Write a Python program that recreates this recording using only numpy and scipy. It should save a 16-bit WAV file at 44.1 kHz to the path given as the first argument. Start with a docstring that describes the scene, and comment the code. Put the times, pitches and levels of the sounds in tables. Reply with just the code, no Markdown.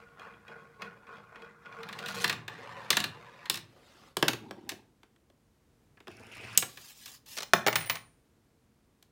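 """A marble laps a plastic funnel, spins down its throat, rattles through a tower, drops on a toy track and
knocks a roller along a cardboard box; something rolls on and strikes a coin, which slides into a piggy bank.
Blows are decaying noise shaped by body resonances; rolling is a stream of tiny impacts through those bodies.
The coin and the air in the bank ring as decaying sines. A small room adds reflections and a quiet rumble and hiss."""
import sys
import numpy as np
from scipy import signal
from scipy.fft import rfft, irfft
from scipy.io import wavfile
from scipy.ndimage import uniform_filter1d

SR = 44100
rng = np.random.default_rng(int(sys.argv[2]) if len(sys.argv) > 2 else 0)


def dump(signal):
    """Clip the signal to [-1, 1] and save it as 16-bit WAV at the path in sys.argv[1]."""
    limited = np.clip(np.atleast_2d(signal).T, -1, 1)
    pcm = np.round(limited * 32767).astype(np.int16)
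    wavfile.write(sys.argv[1], SR, pcm)


N = 401749
T = np.arange(N) / SR

# Resonances of the plastic tower: freq_hz, width_hz, level_db
TOWER_MODES = [(1174, 87, -4), (1800, 160, -2), (2760, 410, -2.5), (3716, 360, 2), (4170, 300, -4),
               (4500, 39, -12), (4940, 93, -9.5), (5460, 140, -11.5), (6500, 160, -18.5), (7190, 81, -13.5)]
# Resonances of the toy track: freq_hz, width_hz, level_db
TRACK_MODES = [(354, 85, -1.5), (1140, 110, -10.5), (1690, 68, -7.5), (2620, 100, -11.5),
               (3320, 1200, -3.5), (4360, 70, -11.5), (5500, 250, -15), (6230, 81, -16)]
# Resonances of the piggy bank's shell: freq_hz, width_hz, level_db
BANK_MODES = [(575, 370, 6), (1180, 94, -12.5), (1770, 48, -9), (2050, 55, -13.5), (2404, 30, -8),
              (2960, 30.5, -1.5), (4140, 55, -8), (8470, 48, -16)]

# In the throat the rolling grows louder and brighter until the marble drops
THROAT_START_S, THROAT_END_S = 1.745, 2.235
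THROAT_DB, THROAT_RISE_DB_PER_S, THROAT_BRIGHTEN_DB_PER_S = -51, 19.5, 26.5


def undb(db):
    """Amplitude grows tenfold with every 20 dB."""
    return 10 ** (np.asarray(db) / 20)


def unit(x):
    """Root-mean-square normalisation: scale to rms 1."""
    return x / np.sqrt(np.mean(x ** 2))


def walk(rate):
    """Slow random modulation: levels held 1 / rate seconds and slewed, with a spread near 1."""
    size = int(SR / rate)
    steps = np.repeat(rng.standard_normal(N // size + 1), size)
    return 1.3 * uniform_filter1d(steps, size)[:N]


def colour(x, points, size=4096):
    """Minimum-phase filtering: the folded cepstrum makes a causal response through (Hz, dB) points."""
    hz, db = np.transpose(points)
    grid = np.maximum(np.fft.rfftfreq(size, 1 / SR), 1)
    log_gain = np.log(undb(np.interp(np.log(grid), np.log(hz), db)))
    cepstrum = irfft(log_gain)
    cepstrum[1:size // 2] *= 2
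    cepstrum[size // 2 + 1:] = 0
    response = irfft(np.exp(rfft(cepstrum)))
    return signal.fftconvolve(x, response)[:len(x)]


def band_energy(x, lo, hi):
    """Parseval's theorem: the sum of squares of x between two frequencies."""
    hz = np.fft.rfftfreq(len(x), 1 / SR)
    inside = (hz >= lo) & (hz < hi)
    return 2 * np.sum(np.abs(rfft(x)[inside]) ** 2) / len(x)


def resonate(x, modes, plain_db):
    """Modal superposition: a few strong resonances stand above a plain share."""
    out = undb(plain_db) * x
    for hz, width, db in modes:
        b, a = signal.iirpeak(hz, hz / width, SR)
        out = out + undb(db) * signal.lfilter(b, a, x)
    return out


def dense_ring(size, t60, slope, rise_cycles):
    """High modal density: modes merge into noise; t60 holds at 2 kHz, low octaves build and fade slower."""
    t, hz = T[:size], np.maximum(np.fft.rfftfreq(size, 1 / SR), 1)
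    noise, out = rfft(rng.standard_normal(size)), 0
    for centre in np.geomspace(62.5, 16000, 9):
        weight = np.clip(1 - np.abs(np.log2(hz / centre)), 0, 1)
        octave = irfft(noise * weight, size)
        decay = np.log(1000) / t60 * (centre / 2000) ** slope
        build = 1 - np.exp(-t * centre / rise_cycles)
        out = out + octave * np.exp(-decay * t) * build
    return out


def blows(hits, contact_db, modes, plain_db, ring_t60, slope, rise_cycles, size=8192):
    """Impact excitation: a square landing adds thud and damps the body, a hard edge adds brightness."""
    # Frequency bands in which a contact is described: low_hz, high_hz
    bands = [(80, 300), (300, 1000), (1000, 3500), (3500, 8000), (8000, 16000)]
    out = np.zeros(N + size)
    for start, db, thud_db, bright_db in hits:
        t60 = ring_t60 * 2 ** (-thud_db / 13)  # 13 dB of extra thud halves the ring
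        ring = dense_ring(size, max(t60, .004), slope, rise_cycles)
        ring = resonate(ring, modes, plain_db)
        band_db = np.add(contact_db, [thud_db, thud_db, 0, 0.76 * bright_db, bright_db])
        contact = []
        for (lo, hi), level in zip(bands, band_db):
            # the ring's whole energy counts as if spread over a hundredth of a second
            ring_db = 10 * np.log10(band_energy(ring, lo, hi) * 100 / SR)
            contact.append((np.sqrt(lo * hi), level - ring_db))
        contact.insert(0, (40, contact[0][1] - 18))
        first = int(start * SR)
        out[first:first + size] += undb(db) * colour(ring, contact)
    return out[:N]


def bumps(per_s, spread_db):
    """Surface roughness as shot noise: tiny impacts at random moments, a few much harder than the rest."""
    at = rng.integers(0, N, int(per_s * N / SR))
    hardness_db = spread_db * np.minimum(rng.exponential(size=len(at)), 4)
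    return np.bincount(at, rng.choice([-1, 1], len(at)) * undb(hardness_db), N)


def travel(impacts, t60, size=1024):
    """Moving excitation: the contact point moves on, so each short patch rings with its own dense modes."""
    patches = np.pad(impacts, (0, -N % size)).reshape(-1, size)
    rings = rng.standard_normal(patches.shape) * np.exp(-np.log(1000) * T[:size] / t60)
    rings[:, 0] += np.sqrt(np.sum(rings ** 2, axis=1))  # the tick of the contact, as strong as its ring
    sound = irfft(rfft(patches, 2 * size) * rfft(rings, 2 * size))
    within = sound[:, :size].ravel()
    overhang = np.roll(sound[:, size:].ravel(), size)
    return (within + overhang)[:N]


def rolling(spectrum, modes, treble_db, plain_db, bumps_per_s, spread_db, ring_t60):
    """Rolling contact noise: tiny bumps shake the body; a harder contact has a larger share of treble."""
    shaken = travel(bumps(bumps_per_s, spread_db), ring_t60)
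    body = colour(resonate(shaken, modes, plain_db), spectrum)
    treble = signal.sosfiltfilt(signal.butter(3, 3000, "high", fs=SR, output="sos"), body)
    share = np.minimum(undb(treble_db), 1.3)
    rest = np.sqrt(np.maximum(1 - share ** 2, .12))
    return rest * unit(body - treble) + share * unit(treble)


def stretches(rows):
    """Contact envelope: rolling or sliding sets in, changes steadily in dB and lets go."""
    attack_s, release_s = 0.029, 0.048
    gains = []
    for start, end, start_db, end_db in rows:
        edges = np.interp(T, [start - attack_s, start, end, end + release_s], [0, 1, 1, 0])
        gains.append(edges * undb(np.interp(T, [start, end], [start_db, end_db])))
    return np.max(gains, axis=0)


def air():
    """Broadband background noise: the quiet rumble and hiss of the room, drifting slightly in level."""
    # Spectrum of the background: freq_hz, level_db
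    air_spectrum = [(15, -51.5), (25, -17.5), (49, -6), (157, -6), (175, -13), (212, -7), (354, -12.5),
                    (416, -17), (463, -11), (503, -18.5), (3250, -31.5), (8830, -35), (16000, -40.5)]
    level_db = -67.5 + .6 * walk(1.8)
    return undb(level_db) * unit(colour(rng.standard_normal(N), air_spectrum))


def spin_s(t):
    """Kinematics of the throat: seconds the marble has spent spinning there."""
    return np.clip(t - THROAT_START_S, 0, THROAT_END_S - THROAT_START_S)


def throat_db(t):
    """Exponential growth of amplitude: the level in the throat rises steadily in dB."""
    return THROAT_DB + THROAT_RISE_DB_PER_S * spin_s(t)


def funnel_roll():
    """Amplitude-modulated rolling: it swells once a lap, then grows louder and brighter in the throat."""
    # Laps of the funnel, one swell each: start_s, level_db, hold_s
    laps = [(-0.1, -51, 0.087), (0.179, -50.5, 0.052), (0.478, -50, 0.067), (0.811, -47.5, 0.043),
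            (1.085, -51, 0.07), (1.36, -52.5, 0.095), (1.657, -52.5, 0.054)]
    # Spectrum of the rolling: freq_hz, level_db
    funnel_spectrum = [(47, -39.5), (80, -26), (102, -9), (199, -8), (259, -18), (461, 3.5), (527, -2.5),
                       (858, -1), (1460, 2), (2040, -8.5), (3320, -30.5), (4330, -34), (5280, -38),
                       (16000, -58.5)]
    # Resonances of the funnel: freq_hz, width_hz, level_db
    funnel_modes = [(195.5, 23, 3.5), (467, 31, -5.5), (1097, 33, 0), (1442, 48, 1.5), (2160, 41, -31),
                    (2460, 150, -1.5), (3296, 69, 0), (3960, 45, -11.5), (4700, 54, -28.5),
                    (5090, 88, -15.5), (5860, 50, -24.5)]
    coast_db, treble_db, flutter_db = -60.5, -15.5, 1.2  # quiet side of a lap; treble share; unevenness
    lap_attack_s, lap_fall_db_per_s = .025, 88.5
    throat = stretches([(THROAT_START_S, THROAT_END_S, THROAT_DB, throat_db(THROAT_END_S))])
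    gain = np.maximum(throat, stretches([(0, THROAT_START_S, coast_db, coast_db)]))
    for start, db, hold_s in laps:
        fall_db = lap_fall_db_per_s * np.maximum(T - start - hold_s, 0)
        swell = np.interp(T, [start - lap_attack_s, start], [0, 1]) * undb(db - fall_db)
        gain = np.maximum(gain, swell)
    roll = rolling(funnel_spectrum, funnel_modes, treble_db=treble_db + THROAT_BRIGHTEN_DB_PER_S * spin_s(T),
                   plain_db=-5, bumps_per_s=1100, spread_db=3.0, ring_t60=0.016)
    rumble_spectrum = [(60, -34), (115, -5), (150, -7.5), (200, 3.5), (260, -14.5), (700, -44)]
    rumble = undb(-12) * unit(colour(bumps(per_s=1200, spread_db=3.0), rumble_spectrum))
    return gain * undb(flutter_db * walk(30)) * roll + throat * rumble


def funnel_taps():
    """Impact excitation: the marble taps lightly on the funnel wall."""
    # Light taps: start_s, level_db, brightness_db
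    tap_rows = [(0.195, -47, 2), (0.3364, -50.5, -15), (0.4801, -46.5, -2), (0.8195, -36, 3),
                (1.0687, -50, -8), (1.168, -52.5, -6), (1.357, -44.5, -6), (1.4198, -48.5, 1),
                (1.6572, -46.5, -7), (1.724, -46, -4)]
    # Contact spectrum of a tap, one level_db in each band of blows()
    tap_contact = [-13.5, -14.5, 0, -16.5, -30.5]
    # Resonances of the funnel: freq_hz, width_hz, level_db
    wall_modes = [(195.5, 23, 3.5), (467, 31, -5.5), (1097, 33, 0), (1442, 48, 1.5), (2160, 41, -31),
                  (2460, 150, -1.5), (3296, 69, 0), (3960, 45, -11.5), (4700, 54, -28.5), (5090, 88, -15.5),
                  (5860, 50, -24.5)]
    hits = [(s, db, 0, bright_db) for s, db, bright_db in tap_rows]
    return blows(hits, tap_contact, wall_modes, plain_db=-9, ring_t60=0.039, slope=0.33, rise_cycles=2.7)


def tower_blows(hits):
    """Modal impact response: the marble strikes the plastic tower, which sways with a low hum."""
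    # Contact spectrum of a tower blow, one level_db in each band of blows()
    tower_contact = [-18, -13.5, 0.5, -4, -13]
    # Slow bending modes of the whole tower: freq_hz, width_hz, level_db
    sway_modes = [(102, 26, 0), (126, 19, -8)]
    knocks = blows(hits, tower_contact, TOWER_MODES, plain_db=-3, ring_t60=.038, slope=0.31, rise_cycles=3.2)
    return resonate(knocks, sway_modes, plain_db=-0.5)


def throat_knocks():
    """Impact excitation: knocks against the throat follow the rolling's rise in level and brightness."""
    # Moments of the knocks: start_s
    knock_times = [1.8308, 1.8877, 1.9272, 1.988, 2.06, 2.0847]
    hits = []
    for s in knock_times:
        bright_db = -11.5 + THROAT_BRIGHTEN_DB_PER_S * spin_s(s)
        hits.append((s, throat_db(s) + 8, -3, bright_db))  # 8 dB above the rolling level, 3 dB less thud
    return tower_blows(hits)


def chatter():
    """Intermittent contact: just before it drops, the marble skips against the wall of its channel."""
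    wall_peaks = [(3337, 700, -0.5), (4200, 700, -2), (5670, 1600, -1.0)]
    skips = resonate(travel(bumps(per_s=330, spread_db=0.0), t60=.008), wall_peaks, plain_db=-11.5)
    return unit(skips) * stretches([(2.08, THROAT_END_S, -47.5, -45.5)])


def tower_drops():
    """Impact excitation: the marble drops from level to level in the tower."""
    # Blows in the tower: start_s, level_db, thud_db, brightness_db
    drop_hits = [(2.2423, -21, -2, -4.5), (2.2776, -38, 2, 6.5), (2.2958, -24.5, -5, -5),
                 (2.3267, -34, 2, -3.5), (2.4797, -35.5, 0.5, -8.5), (2.9037, -22.5, 0.5, 6.5),
                 (2.9282, -27.5, -2, -5.5), (2.9688, -22, 1.5, 1), (3.0019, -33.5, 0, 4.5),
                 (3.0402, -29, -2, -1), (3.456, -40, -7.5, -9), (3.498, -30, 3, 12), (3.5413, -40, -2, 8),
                 (3.5553, -43, -3.5, 9), (3.5726, -44, 0, 7)]
    return tower_blows(drop_hits)


def spirals():
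    """Rolling contact noise: the marble runs round the spirals between its drops."""
    # Stretches of rolling: start_s, end_s, start_db, end_db
    spiral_rows = [(2.37, 2.44, -56, -60), (2.5, 2.885, -49, -47), (3.12, 3.46, -56, -54.5)]
    # Spectrum of the rolling: freq_hz, level_db
    spiral_spectrum = [(41, -50.5), (70, -31.5), (124, -1.5), (182, -9.5), (360, -12), (494, 0.5),
                       (664, -9), (1020, 0), (1370, -10), (1730, -4.5), (3110, -20), (4380, -26),
                       (16000, -49)]
    roll = rolling(spiral_spectrum, TOWER_MODES, treble_db=-13, plain_db=7,
                   bumps_per_s=900, spread_db=3.0, ring_t60=0.03)
    return stretches(spiral_rows) * roll


def ramp():
    """Rolling contact noise: very dense, even bumps as the marble goes down the ramp."""
    # Stretches of rolling: start_s, end_s, start_db, end_db
    ramp_rows = [(3.7, 3.89, -68, -60.5), (3.9, 4.09, -61, -61)]
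    # Spectrum of the rolling: freq_hz, level_db
    ramp_spectrum = [(47, -45), (80, -8), (119, -7.5), (395, -2.5), (441, 0), (1000, -7.5), (1170, -2.5),
                     (2080, -10.5), (3790, -14), (16000, -33.5)]
    roll = rolling(ramp_spectrum, TRACK_MODES, treble_db=-6.5, plain_db=8,
                   bumps_per_s=7100, spread_db=1.1, ring_t60=.018)
    return stretches(ramp_rows) * roll


def track_knocks():
    """Modal impact response: knocks ring the resonances of the toy track."""
    # Blows on the track: start_s, level_db, thud_db, brightness_db
    track_hits = [(4.1687, -33.5, 4, 6.5), (4.2261, -21, 1, -6), (4.2817, -22.5, -5, 2.5),
                  (4.3327, -35.5, 0, -2), (4.5097, -42.5, 4, -7), (4.6916, -36, -15, 6),
                  (4.7183, -44.5, 3, -4), (5.0318, -56, -2, -9), (5.161, -67.5, -2, -7),
                  (5.3003, -68.5, 9, -3), (5.9715, -54.5, -8, -23), (6.0032, -54.5, 0, -10),
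                  (6.0714, -46.5, -0.5, -16), (6.0798, -46.5, 5.5, -8), (6.6242, -30.5, -7, -6),
                  (6.7727, -45, -11, -3), (7.0584, -50.5, -12, 11), (7.078, -53.5, -10.5, 7),
                  (7.262, -62, -6, 10), (9.0261, -65.5, 0.5, 11.5)]
    # Contact spectrum of a track blow, one level_db in each band of blows()
    track_contact = [-9.5, -2.5, 0, -4.5, -11.5]
    return blows(track_hits, track_contact, TRACK_MODES, plain_db=-2.5, ring_t60=.034, slope=.45, rise_cycles=0.92)


def roller():
    """Rolling contact noise: the roller drums on the hollow cardboard box, mostly in the bass."""
    # Stretches of rolling: start_s, end_s, start_db, end_db
    roller_rows = [(4.43, 4.68, -50, -55.5), (4.7, 4.9, -49, -74.5)]
    # Spectrum of the drumming: freq_hz, level_db
    roller_spectrum = [(47, -42), (80, -18), (232, 4), (404, -2.5), (527, -15.5), (896, -8), (980, -13),
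                       (1090, -22), (1860, -26), (2130, -28), (2840, -34), (16000, -66)]
    roll = rolling(roller_spectrum, TRACK_MODES, treble_db=-21, plain_db=17,
                   bumps_per_s=1300, spread_db=0.8, ring_t60=0.025)
    return stretches(roller_rows) * roll


def ticking_run():
    """Rolling contact noise with sparse impacts: a ticking run that grows louder."""
    # Stretch of rolling: start_s, end_s, start_db, end_db
    run_rows = [(6.11, 6.565, -56, -48.5)]
    # Spectrum of the rolling: freq_hz, level_db
    run_spectrum = [(47, -34.5), (80, -1), (119, 0.5), (156, -12.5), (208, 0.5), (361, -8), (451, -1),
                    (563, -14.5), (615, -4.5), (1000, -12), (1490, -11), (2540, -11.5), (3790, -24),
                    (5640, -26), (16000, -44.5)]
    # Resonances heard in the run: freq_hz, width_hz, level_db
    run_modes = [(1516, 200, -6.5), (2330, 170, -6.5), (2600, 170, 0.5), (5330, 393, -6.5),
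                 (9600, 420, -1.5)]
    # Resonances heard in the ticks: freq_hz, width_hz, level_db
    tick_modes = [(9600, 270, -6), (9100, 300, -7), (6920, 392, -9.5), (5300, 520, -4.5)]
    run = rolling(run_spectrum, run_modes, treble_db=-10.5, plain_db=-2.5,
                  bumps_per_s=2600, spread_db=1.1, ring_t60=.007)
    ticks = resonate(travel(bumps(per_s=42, spread_db=1.0), t60=0.00803), tick_modes, plain_db=-23.0)
    return stretches(run_rows) * (run + undb(-15.5) * unit(ticks))


def whirr():
    """Dense shot noise: thousands of bumps a second merge into a whirr centred near 2.7 kHz."""
    # Stretches of whirring: start_s, end_s, start_db, end_db
    whirr_rows = [(6.2, 6.31, -63, -58), (6.335, 6.565, -52.5, -48.5)]
    whirr_spectrum = [(300, -27), (1400, -7.5), (2300, -1.5), (2750, 0),
                      (3300, -13.5), (5400, -18.5), (14000, -35.5)]
    grain = travel(bumps(per_s=5200, spread_db=1.8), t60=0.0061)
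    return stretches(whirr_rows) * unit(colour(grain, whirr_spectrum))


def coin_strike():
    """Hard impact: a sharp, bright strike launches the coin."""
    # The blow: start_s, level_db, thud_db, brightness_db
    strike_hits = [(6.575, -30, 0.5, 0)]
    # Contact spectrum of the strike, one level_db in each band of blows()
    strike_contact = [-13, -15, -1.5, 12, 12]
    # Resonances heard in the strike: freq_hz, width_hz, level_db
    strike_modes = [(2700, 440, -2), (3855, 160, -1), (6600, 350, -6.5), (6780, 170, -6.5),
                    (7930, 290, 3.5), (8000, 350, -5), (14950, 290, -2.5)]
    return blows(strike_hits, strike_contact, strike_modes, plain_db=-8,
                 ring_t60=0.037, slope=0.301, rise_cycles=2.93)


def coin_slide():
    """Sliding friction noise: the coin hisses down the chute, rich in treble."""
    # Stretches of sliding: start_s, end_s, start_db, end_db
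    slide_rows = [(6.68, 6.91, -59, -52.5), (6.965, 7.03, -58, -53), (7.062, 7.145, -52, -54),
                  (7.283, 7.36, -53, -48)]
    # Spectrum of the hiss: freq_hz, level_db
    slide_spectrum = [(59, -24.5), (100, -3.5), (302, -15.5), (381, -15.5), (721, -7.5), (1280, -8),
                      (1480, -12.5), (1680, -4.5), (1870, -6.5), (4980, 0.5), (9020, -5), (16000, -6)]
    # Resonances of the chute: freq_hz, width_hz, level_db
    chute_modes = [(1838, 90, -2), (2670, 130, 2.5), (3650, 144, -1), (5085, 150, 0), (6560, 250, -0.5),
                   (7400, 220, -0.5)]
    slide = rolling(slide_spectrum, chute_modes, treble_db=0.1, plain_db=7.5,
                    bumps_per_s=3000, spread_db=1.7, ring_t60=.025)
    return stretches(slide_rows) * slide


def slot_rattle():
    """Repeated impacts: the coin rattles at the slot of the bank."""
    # Rattling contacts: start_s, level_db
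    rattle_rows = [(7.3684, -45.5), (7.3752, -41), (7.384, -38), (7.405, -42), (7.422, -44.5), (7.43, -41)]
    # Contact spectrum at the slot, one level_db in each band of blows()
    slot_contact = [-18.5, -8, 0, 3, -10]
    hits = [(s, db, 0, 0) for s, db in rattle_rows]
    return blows(hits, slot_contact, BANK_MODES, plain_db=-1.5, ring_t60=.03, slope=0.15, rise_cycles=2.1)


def coin_ring():
    """Flexural modes in close pairs beat; each contact stops the last ring, and tumbling makes it throb."""
    # Contacts that set the coin ringing: start_s, lower_modes_db, upper_modes_db
    clinks = [(7.432, -72, -53), (7.535, -72, -36), (7.675, -60, -31), (7.756, -43.5, -27),
              (7.86, -48.5, -40), (7.897, -50, -27)]
    # The coin's bending modes: freq_hz, level_db, t60_s
    coin_modes = [(9360, 4.5, .46), (9372, -11.5, .4), (15379, -2, .19), (15441, -7, .16),
                  (15170, -12.5, .12)]
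    out = np.zeros(N)
    edges = [int(row[0] * SR) for row in clinks] + [N]
    for (_, lower_db, upper_db), first, last in zip(clinks, edges, edges[1:]):
        t = T[:last - first]
        for hz, mode_db, t60 in coin_modes:
            db = mode_db + (lower_db if hz < SR / 4 else upper_db)
            out[first:last] += undb(db) * np.exp(-np.log(1000) * t / t60) * np.sin(2 * np.pi * hz * t)
    return out * undb(1.7 * walk(70))


def bank_bounces():
    """Modal impact response: the coin bounces inside the bank and rings its shell."""
    # Bounces: start_s, level_db, thud_db, brightness_db
    bounce_hits = [(7.5344, -13.5, 1.5, -4), (7.6646, -22.5, 4, -3), (7.672, -27.5, 6, 6),
                   (7.6813, -21.5, 2.5, -7), (7.7279, -28.5, -5, -4), (7.7561, -20.5, -10, 0),
                   (7.897, -21, -12, -4.5), (7.9542, -35.5, -6, 0)]
    # Contact spectrum of a bounce, one level_db in each band of blows()
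    bounce_contact = [-18.5, -7.5, -0.5, -7, -15.5]
    return blows(bounce_hits, bounce_contact, BANK_MODES, plain_db=-0.5,
                 ring_t60=0.029, slope=0.16, rise_cycles=1.9)


def bank_hum():
    """Cavity resonance: the air inside the bank swings for a moment after each heavy landing."""
    # Landings that set the air humming: start_s, level_db
    thumps = [(7.535, -41.5), (7.756, -38), (7.897, -44.5)]
    # Modes of the enclosed air: freq_hz, level_db, t60_s
    air_modes = [(88, -7, 0.36), (104, 0.5, 0.34), (158.5, 1, 0.28)]
    out = np.zeros(N)
    for start, db in thumps:
        first = int(start * SR)
        t = T[:N - first]
        build = 1 - np.exp(-t / 0.0063)
        for hz, mode_db, t60 in air_modes:
            decay = np.exp(-np.log(1000) * t / t60)
            out[first:] += undb(db + mode_db) * build * decay * np.sin(2 * np.pi * hz * t)
    return out


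def settle():
    """Intermittent contact: between its last bounces the coin jiggles against the bottom of the bank."""
    # Stretches of jiggling: start_s, end_s, start_db, end_db
    settle_rows = [(7.775, 7.81, -41, -43), (7.83, 7.955, -50, -48)]
    settle_spectrum = [(150, -20), (700, -7.5), (2300, 2), (5000, -6.5), (14000, -24.5)]
    jiggle = resonate(travel(bumps(per_s=180, spread_db=0.0), t60=0.021), BANK_MODES, plain_db=0.5)
    return stretches(settle_rows) * unit(colour(jiggle, settle_spectrum))


def room(x, wet_db, t60, slope, build_s):
    """Reverberation: reflections thicken over the first moments, and the room's low modes hum on."""
    # Low standing waves of the room: freq_hz, width_hz, level_db
    room_modes = [(117.4, 10, 14), (152, 12, 3.2), (204, 15, 5.6), (330, 13, 1.6)]
    tail = dense_ring(size=32768, t60=t60, slope=slope, rise_cycles=1.5)
    tail = tail * (1 - np.exp(-(T[:len(tail)] / build_s) ** 2))
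    tail = resonate(tail / np.sqrt(np.sum(tail ** 2)), room_modes, plain_db=-1.0)
    return x + undb(wet_db) * signal.fftconvolve(x, tail)[:N]


def scene():
    """Direct-to-reverberant ratio: the tower stands further off, so it carries more of the room."""
    marble = funnel_roll() + funnel_taps() + throat_knocks() + chatter() + tower_drops() + spirals() + ramp()
    track = track_knocks() + roller() + ticking_run() + whirr()
    coin = coin_strike() + coin_slide() + slot_rattle() + bank_bounces() + bank_hum() + settle()
    far = room(marble, wet_db=-8.5, t60=0.31, slope=0.27, build_s=0.0058)
    middle = room(track, wet_db=-10.5, t60=.29, slope=0.12, build_s=0.006)
    near = room(coin, wet_db=-11, t60=0.31, slope=0.15, build_s=0.0073)
    return (far + middle + near + coin_ring() + air())[None]


def record(dry):
    """Band limiting: a phone's steep low-pass cuts the top above 15.9 kHz."""
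    low_pass = signal.ellip(10, .2, 70, 15900, fs=SR, output="sos")
    return signal.sosfilt(low_pass, dry)


dry = scene()
out = record(dry)
dump(out)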